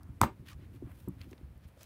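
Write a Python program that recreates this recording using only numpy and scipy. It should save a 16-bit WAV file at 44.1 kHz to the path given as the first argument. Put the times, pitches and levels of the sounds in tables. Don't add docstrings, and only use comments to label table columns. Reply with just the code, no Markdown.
import sys
import numpy as np
from scipy import signal
from scipy.fft import rfft, irfft
from scipy.io import wavfile

SR = 44100
rng = np.random.default_rng(int(sys.argv[2]) if len(sys.argv) > 2 else 0)


def persist_wave(psi):
    counts = np.round(np.clip(psi, -1, 1) * 32767).astype(np.int16)
    wavfile.write(sys.argv[1], SR, np.atleast_2d(counts).T)


N = 81585

# f/Hz, level/dB
RUMBLE_EQ = [(20, -22), (35, -12), (55, 0.5), (80, 6), (125, 0), (200, -8), (300, -10.5), (420, -27),
             (600, -37.5), (1200, -49.5)]
# t/s, level/dB
RUMBLE_RIDE = [(0, -51.5), (.18, -51), (.35, -53), (.5, -53), (.6, -50.5), (0.801, -50.5), (1., -52.5),
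               (1.27, -47.5), (1.34, -56.5), (1.4, -56), (1.48, -55.5), (1.62, -58.5), (1.729, -61.5),
               (1.85, -58)]
# f/Hz, level/dB
HISS_EQ = [(100, 1.5), (500, 5.5), (1000, -2), (2000, -5.5), (4000, -14.5), (7000, -22.5), (10000, -17),
           (15500, -19.5)]
# centre t/s, half length/s, level/dB, f/Hz, width/oct, fibre hiss level/dB
CLOTH_BRUSHES = [(0.034, 0.085, -70.5, 1020, 0.52, -93), (0.485, 0.016, -58, 2080, 0.91, -66),
                 (0.522, .013, -62, 1890, 1.3, -75), (.63, 0.029, -69.5, 1600, 0.88, -84),
                 (.755, 0.02, -71.5, 1490, 1.14, -76), (0.9, 0.027, -64.5, 1030, 0.91, -77),
                 (0.995, 0.044, -73, 2000, 1.2, -70.5), (1.223, 0.022, -62, 1852, 0.81, -71),
                 (1.313, 0.021, -72.5, 1817, 1.4, -75.5), (1.642, 0.016, -70.5, 2000, 1.08, -79),
                 (1.684, 0.0069, -70.5, 1800, 1.4, -69), (1.828, 0.028, -61.5, 1620, 1.9, -77)]
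# t/s, level/dB, f/Hz, width/oct, decay/s
HANDLING_TICKS = [(0.033, -40, 11400, 1.6, 0.00032), (.487, -53.5, 3200, 3.9, 0.0053),
                  (0.515, -52.5, 5000, 1.3, 0.0023), (0.518, -52, 1170, 0.085, 0.015),
                  (1.078, -52, 984, 0.25, 0.015), (1.084, -52.5, 8360, 0.13, 0.00077),
                  (1.086, -43, 12200, 0.1, .0012), (1.2148, -39.5, 3250, 0.67, 0.0012),
                  (1.312, -52, 8000, .6, 0.00089), (1.3305, -45.5, 1870, 0.8, 0.002),
                  (1.380, -53.5, 3060, 0.44, 0.0016), (1.578, -54, 13000, 1.2, 0.00042),
                  (1.777, -53.5, 525, 0.11, 0.015), (1.815, -57.5, 633, 0.13, 0.0053),
                  (1.832, -35.5, 11000, 2.4, 0.00065)]
# t/s, level/dB, favoured f/Hz, t60/s
SOFT_BUMPS = [(0.09, -39.5, 105, 0.087), (0.396, -41, 100, 0.1), (0.423, -42.5, 204, 0.069),
              (.548, -40.5, 58, 0.17), (0.592, -44.5, 197, 0.055), (.622, -48.5, 278, 0.065),
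              (0.743, -46, 290, 0.074), (0.823, -34, 284, 0.075), (0.841, -37, 90, 0.1),
              (0.87, -43.5, 270, 0.05), (1.0758, -29, 203, 0.11), (1.267, -51.5, 268, 0.15),
              (1.316, -42.5, 347, 0.075), (1.332, -34, 423, 0.033), (1.412, -41.5, 328, 0.026),
              (1.431, -40.5, 62.4, 0.17), (1.505, -43.5, 78.4, 0.092), (1.557, -47, 65.3, 0.22),
              (1.653, -40.5, 62, 0.077)]
# f/Hz, level/dB, t60 as a share of the bump's
BODY_MODES = [(69.2, 7.5, 0.81), (124.7, 6, 0.92), (182, 0.5, 1), (283.3, 2, .8), (337, 5.5, 0.6),
              (464, -3, 0.35), (582, -21, .6), (1050, -7, 0.64)]
# t/s, level/dB
FLOOR_THUMPS = [(.2111, -28), (.2227, -16.5), (.2357, -28)]
# f/Hz, level/dB, t60/s
FLOOR_MODES = [(76, -8, .1), (117, -1, .095), (152, -6.5, .08), (201, -10.5, .1), (312, -17, .12),
               (368, -19, .11), (425, -18, .07)]
# f/Hz, level/dB
PAGES_EQ = [(200, 7.5), (600, -7), (1400, -4), (2000, -4.5), (3000, -13), (6000, -18), (10000, -21.5),
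            (13500, -17.5), (16000, -25)]
# t/s, level/dB
COVER_CRACKS = [(.21452, -10), (.2168, -30), (.2357, -47), (0.2401, -44.5)]
# f/Hz, level/dB, t60/s
EDGE_MODES = [(3570, -19, .002), (6600, -16, 0.0023), (8140, -2, 0.002), (12350, -9, 0.0029)]
# t/s, level/dB, contact time/ms, pitch factor (lower as it lies flatter)
BOOK_HITS = [(.21516, -14.6, .16, 1), (.21599, -11.4, .35, 1), (.23392, -17, .36, .93),
             (.2348, -15, .55, .93), (.2371, -21, .4, .9), (.2403, -24, .3, .8)]
# f/Hz, level/dB, t60/s
BOOK_MODES = [(345, -13, .033), (810, -12, .024), (1000, -3, .0138), (1240, .4, .0084), (1420, -21, .02),
              (1820, -29, .024), (2380, -25, .011)]
# f/Hz, level/dB, t60/s
ROOM_BANDS = [(80, -18.5, 0.24), (160, -21, 0.16), (320, -3.5, 0.14), (640, -11, 0.14), (1250, -16.5, .145),
              (2530, -11, .16), (5000, -17.5, 0.17), (10000, -25.5, .15), (15000, -17.5, 0.12)]


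def undb(db):
    return 10 ** (np.asarray(db) / 20)


def since(start):
    return np.maximum(np.arange(N) / SR - start, 0)


def octaves():
    return np.log2(np.maximum(np.fft.rfftfreq(N, 1 / SR), 1))


def noise(gain):
    x = irfft(rfft(rng.standard_normal(N)) * gain, N)
    return x / np.std(x)


def eq(points):
    hz, db = np.array(points).T
    return undb(np.interp(octaves(), np.log2(hz), db))


def bell(hz, width_oct):
    return np.exp(-.5 * ((octaves() - np.log2(hz)) / width_oct) ** 2)


def ring(start, modes):
    t = since(start)
    return sum(undb(db) * np.sin(2 * np.pi * hz * t) * np.exp(-np.log(1000) * t / t60)
               for hz, db, t60 in modes)


def wander(per_s):
    return np.interp(since(0) * per_s, np.arange(N), rng.standard_normal(N))


def rumble():
    ride_db = np.interp(since(0), *np.array(RUMBLE_RIDE).T)
    return undb(ride_db) * noise(eq(RUMBLE_EQ))


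def hiss():
    return undb(-68.5 + 1.2 * wander(per_s=33)) * noise(eq(HISS_EQ))


def cloth(grain_db=3.5):
    out = 0
    fibres = noise(bell(12000, width_oct=.54))
    for centre, half, db, hz, width, fibre_db in CLOTH_BRUSHES:
        swell = np.exp(-.5 * ((since(0) - centre) / half) ** 2)
        out += swell * (undb(db) * noise(bell(hz, width)) + undb(fibre_db) * fibres)
    return out * undb(grain_db * wander(per_s=310))


def ticks(tail_db=-4.5):
    out = 0
    for start, db, hz, width, decay in HANDLING_TICKS:
        band = bell(hz, width)
        snap = irfft(rfft(signal.unit_impulse(N, int(start * SR))) * band, N)
        t = since(start)
        tail = noise(band) * (t > 0) * np.exp(-t / decay)
        out += undb(db) * (snap / snap.max() + undb(tail_db) * tail)
    return out


def bumps(width_oct=.7, attack_s=.0017):
    out = 0
    for start, db, pitch, t60 in SOFT_BUMPS:
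        modes = []
        for hz, mode_db, share in BODY_MODES:
            off_pitch = 1 + (np.log2(hz / pitch) / width_oct) ** 2 * max(hz / pitch / 2, 1)
            modes.append((hz, mode_db - 20 * np.log10(off_pitch), t60 * share))
        attack = (1 - np.exp(-since(start) / attack_s)) ** 2
        out -= undb(db) * ring(start, modes) * attack
    return out


def air_puff(peak_s=.215, fade_s=.0024):
    swell = np.exp(-np.abs(since(0) - peak_s) / fade_s)
    return undb(-31.5) * noise(bell(300, width_oct=1.4)) * swell


def floor_boom(attack_s=.002):
    return sum(undb(db) * ring(start, FLOOR_MODES) * (1 - np.exp(-since(start) / attack_s))
               for start, db in FLOOR_THUMPS)


def pages(start_s=.214, flat_s=.238, rise_s=.02, fall_s=.009):
    t = since(0)
    swell = np.exp(-np.maximum(flat_s - t, 0) / rise_s - since(flat_s) / fall_s)
    return undb(-31) * swell * (t > start_s) * noise(eq(PAGES_EQ))


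def cover_cracks():
    return sum(undb(db) * ring(start, EDGE_MODES) for start, db in COVER_CRACKS)


def grit(start_s=.215, decay_s=.0021):
    t = since(start_s)
    return undb(-30) * noise(bell(9000, width_oct=.9)) * (t > 0) * np.exp(-t / decay_s)


def book_slap():
    out = 0
    for start, db, contact_ms, pitch in BOOK_HITS:
        modes = [(hz * pitch, mode_db, t60) for hz, mode_db, t60 in BOOK_MODES]
        lowpass = 1 / (1 + 1j * 2 ** octaves() * contact_ms / 1000)
        out += undb(db) * irfft(rfft(ring(start, modes)) * lowpass ** 2, N)
    return out


def room(x, build_s=.019):
    t, response = since(0), 0
    centres = np.log2([row[0] for row in ROOM_BANDS])
    build = 1 - np.exp(-(t / build_s) ** 2)
    for share, (_, db, t60) in zip(np.eye(len(ROOM_BANDS)), ROOM_BANDS):
        band = np.sqrt(np.interp(octaves(), centres, share))
        echoes = noise(band) * build * np.exp(-np.log(1000) * t / t60)
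        response += undb(db) * echoes * np.sqrt(np.mean(band ** 2) / np.sum(echoes ** 2))
    return signal.fftconvolve(x, response)[:N]


def scene():
    drop = air_puff() + grit() + cover_cracks() + book_slap() + floor_boom() + pages()
    return (drop + room(drop) + bumps() + ticks() + cloth() + rumble() + hiss())[None]


def record(dry, low_cut_hz=40, high_cut_hz=15600):
    thin = signal.sosfilt(signal.butter(2, low_cut_hz, "high", fs=SR, output="sos"), dry)
    return signal.sosfilt(signal.ellip(8, .2, 70, high_cut_hz, fs=SR, output="sos"), thin)


dry = scene()
out = record(dry)
persist_wave(out)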